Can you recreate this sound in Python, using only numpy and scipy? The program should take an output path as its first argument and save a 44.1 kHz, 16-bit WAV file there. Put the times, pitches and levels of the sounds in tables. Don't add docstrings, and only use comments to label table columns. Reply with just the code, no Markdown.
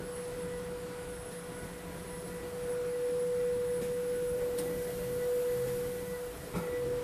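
import sys
import numpy as np
from scipy import signal
from scipy.fft import rfft, irfft, next_fast_len
from scipy.io import wavfile
from scipy.ndimage import uniform_filter1d, map_coordinates

SR = 44100
rng = np.random.default_rng(int(sys.argv[2]) if len(sys.argv) > 2 else 0)


def dump_mix(stems):
    frames = np.atleast_2d(stems).T
    limited = np.clip(frames, -1, 1)
    pcm = np.round(limited * 32767).astype(np.int16)
    wavfile.write(sys.argv[1], SR, pcm)


N = 310023

BLADE_HZ, DRONE_HZ, FAN_HZ = 490.5, 129.7, 581
SLOW_MOTOR_HZ, FAST_MOTOR_HZ = 170.9, 183.6
GLITCH_S = 0.0058
WHINE_JITTER_S = 1.5e-5
TOP_HZ = 14200

# time in seconds, relative level in dB.
BLADE_LEVEL = [(0.0, -47.5), (0.1, -42), (0.43, -39.5), (1.9, -50), (2.54, -42), (2.7, -36), (3.44, -31.5),
               (3.87, -35.5), (4.4, -33.5), (4.99, -39.5), (5.35, -31), (5.93, -37.5), (5.99, -41.5),
               (6.28, -40), (6.4, -55), (6.64, -39.5), (6.83, -34), (7.03, -36)]
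# time in seconds, relative level in dB.
SECOND_HARMONIC = [(0, -78), (.25, -60), (.6, -66), (.9, -59), (1.25, -67), (1.55, -59), (2.1, -59),
                   (2.7, -63.5), (3.3, -73), (3.6, -62), (4.2, -68), (5.1, -67), (5.43, -56.5), (5.85, -75),
                   (6.15, -59), (6.45, -64), (7.03, -56)]
THIRD_HARMONIC = [(0, -58), (.25, -67), (1.15, -61), (1.35, -69), (1.58, -56), (1.95, -76), (2.88, -59),
                  (3.15, -65), (3.9, -64), (4.05, -60), (4.35, -57.5), (4.75, -76), (5.28, -59.5),
                  (5.6, -65), (6.15, -60.5), (6.4, -74), (7.03, -66)]
FOURTH_HARMONIC = [(0, -72), (.33, -64.5), (.53, -56.5), (.72, -70), (1.5, -65), (1.85, -57), (2.04, -67),
                   (2.15, -60), (2.38, -61), (2.72, -73), (2.95, -62), (3.15, -69), (3.5, -60), (3.75, -65),
                   (4.45, -70), (4.62, -57.5), (5.05, -63), (5.2, -54), (5.38, -64), (5.62, -57),
                   (5.93, -66), (6.11, -55), (6.25, -63), (6.5, -62), (6.73, -54), (7.03, -72)]
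# time in seconds, phase jump in cycles.
NOTE_GLITCHES = [(.363, 0.24), (1.317, 0.28), (1.712, 0.28), (1.973, 0.59), (2.271, 0.52), (2.406, 0.32),
                 (2.677, 0.14), (3.819, 0.35), (4.377, .15), (4.56, 0.2), (5.007, 0.087), (5.662, 0.33),
                 (6.542, 0.25), (6.853, 0.26)]
# time in seconds, peak level in dB.
DRONE_SPOTS = [(5.1, -48), (5.67, -43.5), (6.86, -48.5)]
# time in seconds, level in dB.
FAN_LEVEL = [(4.28, -71), (4.4, -49), (4.55, -54), (5.1, -58), (5.5, -68)]
# time in seconds, nearness to the cooling ring from 0 to 1.
RING_NEARNESS = [(0, 0.06), (1.2, 0), (2.1, 0.3), (3.5, .2), (4.15, 0.6), (4.55, 0.75), (4.63, 0.94),
                 (5.8, 1), (6.3, .6), (7.03, 0.29)]
# time in seconds, relative level in dB.
SLOW_MOTOR_LEVEL = [(0.0, -58.5), (.4, -51.5), (.84, -51), (1.24, -61), (1.36, -52.5), (2.4, -53),
                    (2.58, -60), (2.85, -52.5), (3.02, -68), (3.17, -48), (3.42, -57), (3.75, -50),
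                    (4.05, -56), (4.23, -49), (4.47, -67), (4.65, -53.5), (5.42, -63), (7.03, -63)]
FAST_MOTOR_LEVEL = [(0, -53), (.35, -63), (.6, -49), (.9, -61), (1.3, -61), (1.6, -56), (2.2, -54.5),
                    (3, -66), (3.85, -49.5), (4.4, -66), (5.05, -50), (5.5, -67), (5.9, -54), (6.12, -48.5),
                    (6.3, -70), (7.03, -73)]
# frequency in Hz, level in dB away from the ring.
HUM_TONES = [(299, -62.5), (1410, -68.5)]
# frequency in Hz, level in dB against the strongest.
INVERTER_TONES = [(5346, -17), (7806, -19), (7962, -18.5), (8032, -16.5), (8193, -17), (10370, -9.5),
                  (10434, -12), (10634, -13), (10665, 0), (10697, -14), (10895, -19), (10956, -11.5)]
# frequency in Hz, relative density in dB.
SIZZLE_SPECTRUM = [(9700, -40), (10250, -4), (10600, 0), (10950, -3), (11250, -40)]
# time in seconds, relative level in dB.
INVERTER_LEVEL = [(0.0, -60.5), (0.15, -56.5), (.6, -61.5), (.82, -66.5), (1.02, -64), (1.11, -58.5),
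                  (1.35, -57), (1.45, -60), (1.76, -61), (1.85, -67.5), (2.14, -55.5), (2.3, -63),
                  (2.62, -64.5), (2.72, -56), (2.83, -65), (3.2, -62), (3.78, -58.5), (4.01, -64.5),
                  (4.3, -58), (4.5, -71), (4.62, -66), (4.85, -62.5), (5.3, -66), (6.3, -65), (7.03, -72)]
# start in seconds, relative level in dB.
BUMP_HITS = [(.574, -53), (1.308, -49.5), (1.626, -51), (2.27, -52), (3.812, -41.5), (4.568, -49),
             (4.75, -58), (5.667, -45.5), (6.553, -42.5)]
KNOCK_HITS = [(4.585, -43), (4.652, -44), (4.676, -40), (5.67, -42), (6.72, -42), (6.86, -46)]
# start in seconds, relative level in dB.
CLUNK_HITS = [(6.538, -39), (6.549, -36), (6.578, -41.5), (6.596, -48), (6.628, -46), (6.665, -49)]
TICK_HITS = [(4.579, -42), (4.584, -33.5), (4.594, -41), (4.612, -47)]
# frequency in Hz, relative density in dB.
BUMP_SPECTRUM = [(40, -22), (110, -12), (180, 13.5), (300, -6.5), (600, -14), (1500, -16), (5000, -22.5)]
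KNOCK_SPECTRUM = [(150, -16), (240, -9), (301, 12.5), (380, -1), (700, -19), (1090, -13), (2000, -14),
                  (3400, -29), (7000, -36)]
SNAP_SPECTRUM = [(700, 4), (2000, -2), (2700, -5.5), (3900, 3), (5500, -3), (7500, -3), (9100, 10.5),
                 (9900, 2.5), (10800, 7), (11700, -15), (12700, -1), (14000, 3)]
# frequency in Hz, bandwidth in Hz, relative level in dB.
PANEL_MODES = [(90.5, 83, -2), (176.4, 13, 7), (262, 42, -2.5), (367, 120, 0.5), (425, 42, 6),
               (590, 60, -3), (894, 95, -4), (1130, 54, -7), (1314, 76, -5.5), (1416, 40, -5.5),
               (1740, 50, -13), (1990, 60, -9.5), (2240, 150, -12.5), (2610, 81, -20)]
# frequency in Hz, relative density in dB.
HALL_SPECTRUM = [(20, -5), (45, 3), (90, -1.5), (150, -.5), (240, -5.5), (300, -4.5), (420, -3.5),
                 (700, -5), (900, -10), (1100, -10.5), (1700, -12), (2800, -18), (4500, -20), (6500, -22.5),
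                 (9000, -16.5), (13000, -26)]
HISS_SPECTRUM = [(1500, -3), (3000, 2), (5000, 0), (6800, 1), (9000, 3.5), (10800, 7), (11500, 2),
                 (12400, 9), (14200, 5)]
# time in seconds, relative level in dB.
RUMBLE_LEVEL = [(0.1, -47), (.9, -49), (1.35, -48.5), (2.15, -48), (2.75, -48.5), (3.3, -50), (4.73, -45),
                (6.06, -48), (6.45, -48.5), (6.85, -44.5)]
# time in seconds, relative level in dB.
MID_NOISE_LEVEL = [(0.0, -61), (2.51, -57), (2.8, -59.5), (3.3, -65.5), (3.9, -63), (4.05, -68),
                   (4.28, -75), (4.5, -58.5), (5.3, -57), (5.7, -63.5), (6.0, -60), (6.45, -59)]


def blade_note():
    t = np.arange(N) / SR
    note = np.exp(1j * (2 * np.pi * BLADE_HZ * t + 0.54 * wobble(3.59) + 0.066 * wobble(35)))
    for (s, jump), way in zip(NOTE_GLITCHES, rng.choice([-1, 1], len(NOTE_GLITCHES))):
        crossfade = (1 + np.tanh((t - s) / GLITCH_S)) / 2
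        note = note * (1 - crossfade + crossfade * np.exp(2j * np.pi * way * jump))
    return np.sqrt(2) * amp(curve(BLADE_LEVEL) + 0.7 + 0.59 * wobble(25)) * note.imag


def blower():
    echo = amp(-59.5) * hall_tone(BLADE_HZ, scatter=5.3, rate=40, jitter=0.4, drift=0.63)
    overtones = sum(amp(curve(level) - 0.46)
                    * hall_tone(k * BLADE_HZ, scatter=0.94, rate=34, jitter=k * 0.24, drift=0.55)
                    for k, level in enumerate([SECOND_HARMONIC, THIRD_HARMONIC, FOURTH_HARMONIC], 2))
    swells = sum(amp(db) * swell(s, half_width_s=0.12) for s, db in DRONE_SPOTS)
    drone = swells * hall_tone(DRONE_HZ, scatter=0.089, rate=8, jitter=0.41, drift=0.27)
    return blade_note() + echo + overtones + drone


def second_fan():
    return amp(curve(FAN_LEVEL)) * hall_tone(FAN_HZ, scatter=1.8, rate=50, jitter=0.9, drift=0.3)


def drive_motors(near_ring):
    motors = [(SLOW_MOTOR_HZ, SLOW_MOTOR_LEVEL), (FAST_MOTOR_HZ, FAST_MOTOR_LEVEL)]
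    throb = sum(amp(curve(level) + 1) * hall_tone(hz, scatter=0.42, rate=18, jitter=0.45, drift=0.68)
                for hz, level in motors)
    hum = sum(amp(db) * hall_tone(hz, scatter=0.96, rate=14, jitter=1.24, drift=0.37)
              for hz, db in HUM_TONES)
    return throb + amp(-1 * near_ring) * hum


def inverters():
    whine = np.zeros(N)
    for hz, db in INVERTER_TONES:
        standing_waves = unit(amp(2.5 * np.tanh(wobble(6.8))))
        jitter = 2 * np.pi * hz * WHINE_JITTER_S
        whine += amp(db) * standing_waves * hall_tone(hz, scatter=0.55, rate=38, jitter=jitter, drift=1.5)
    sizzle = amp(-9.5) * rush(colour(SIZZLE_SPECTRUM), patchy_db=0.5)
    return amp(curve(INVERTER_LEVEL) + 1.9) * (whine + sizzle)


def bumps_and_knocks():
    thud = rush(colour(BUMP_SPECTRUM), patchy_db=1.5)
    hollow = rush(colour(KNOCK_SPECTRUM), patchy_db=1.5)
    return (thud * blows(BUMP_HITS, attack_s=0.0055, t60=0.35, hall_db=0.5, hall_t60=0.3)
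            + hollow * blows(KNOCK_HITS, attack_s=0.0052, t60=0.13, hall_db=-11, hall_t60=0.55))


def sheet_steel(hz):
    return sum((-1) ** k * amp(db) * 1j * hz * width / (mode_hz ** 2 - hz ** 2 + 1j * hz * width)
               for k, (mode_hz, width, db) in enumerate(PANEL_MODES))


def panel_ringing():
    start, blow_db = max(CLUNK_HITS, key=lambda row: row[1])
    t = seconds_since(start)
    modes = sum(amp(db) * np.exp(-np.pi * width * t)
                * np.sin(2 * np.pi * hz * t + rng.uniform(0, 2 * np.pi)) for hz, width, db in PANEL_MODES)
    rise = 1 - np.exp(-t / 0.012)
    return 2 * amp(blow_db - 8) * rise * modes


def panel_clunk(snap):
    steel = rush(sheet_steel, patchy_db=2.0)
    rattle = blows(CLUNK_HITS, attack_s=0.0018, t60=0.16, hall_db=-5.0, hall_t60=0.66)
    return (steel + amp(-21) * snap) * rattle + panel_ringing()


def tick(snap):
    return snap * blows(TICK_HITS, attack_s=0.001, t60=0.059, hall_db=-12.5, hall_t60=0.37)


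def ring_hiss(near_ring):
    hiss = rush(colour(HISS_SPECTRUM), patchy_db=0.7)
    return amp(-60 + 11 * near_ring + 0.4 * wobble(37)) * hiss


def mid_noise():
    band = rush(lambda hz: above(hz, 676) * below(hz, 667), patchy_db=2.0)
    return amp(curve(MID_NOISE_LEVEL) + 1) * band


def duct_roar():
    hall = colour(HALL_SPECTRUM)
    roar = rush(lambda hz: hall(hz) * above(hz, 789) / np.hypot(1, hz / 5500), patchy_db=1)
    return amp(-52 + 0.43 * wobble(5.6)) * roar


def machine_rumble():
    hall = colour(HALL_SPECTRUM)
    rumble = rush(lambda hz: hall(hz) * below(hz, 535) * hz / np.hypot(hz, 30), patchy_db=2.0)
    return amp(curve(RUMBLE_LEVEL) + 0.5) * rumble


def hall_tone(hz, scatter, rate, jitter, drift):
    paths = 1 + scatter * (wobble(rate) + 1j * wobble(rate))
    phase = 2 * np.pi * (hz * np.arange(N) / SR + rng.random())
    phase = phase + jitter * wobble(rate / 2) + drift * wobble(2.71)
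    return unit(np.real(paths * np.exp(1j * phase)))


def blows(hits, attack_s, t60, hall_db, hall_t60):
    power = np.zeros(N)
    for start, db in hits:
        t = seconds_since(start)
        decay = 1e-3 ** (t / t60) + amp(hall_db) * 1e-3 ** (t / hall_t60)
        power += (amp(db) * (1 - np.exp(-t / attack_s)) * decay) ** 2
    return np.sqrt(power)


def rush(response, patchy_db):
    spectra = signal.stft(rng.standard_normal(N), nperseg=512)[2]
    patches = uniform_filter1d(rng.standard_normal(spectra.shape), size=6, axis=0)
    patches = uniform_filter1d(patches, size=14, axis=1)
    noise = signal.istft(spectra * amp(patchy_db * unit(patches)), nperseg=512)[1][:N]
    return unit(filtered(noise, response))


def filtered(x, response):
    size = next_fast_len(N + SR // 2)
    return irfft(rfft(x, size) * response(np.fft.rfftfreq(size, 1 / SR)), size)[:N]


def colour(spectrum):
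    knots_hz, db = np.transpose(spectrum)
    return lambda hz: amp(np.interp(np.log(hz + 1), np.log(knots_hz + 1), db))


def below(hz, edge_hz):
    return 1 / np.sqrt(1 + (hz / edge_hz) ** 20)


def above(hz, edge_hz):
    return np.sqrt(1 - below(hz, edge_hz) ** 2)


def curve(rows):
    return np.interp(np.arange(N) / SR, *np.transpose(rows))


def wobble(rate):
    return map_coordinates(rng.standard_normal(int(N * rate / SR) + 4), [np.arange(N) * rate / SR])


def swell(centre_s, half_width_s):
    return np.exp(-((np.arange(N) / SR - centre_s) / half_width_s) ** 2)


def seconds_since(start):
    return np.maximum(np.arange(N) / SR - start, 0)


def amp(db):
    return 10 ** (np.asarray(db) / 20)


def unit(x):
    return x / np.sqrt(np.mean(x ** 2) + 1e-20)


def scene():
    near_ring = curve(RING_NEARNESS)
    tones = blower() + second_fan() + drive_motors(near_ring) + inverters()
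    snap = rush(colour(SNAP_SPECTRUM), patchy_db=1.5)
    contacts = bumps_and_knocks() + panel_clunk(snap) + tick(snap)
    background = ring_hiss(near_ring) + mid_noise() + duct_roar() + machine_rumble()
    return (tones + contacts + background)[None]


def record(dry):
    return filtered(dry[0], lambda hz: hz < TOP_HZ)[None]


dry = scene()
out = record(dry)
dump_mix(out)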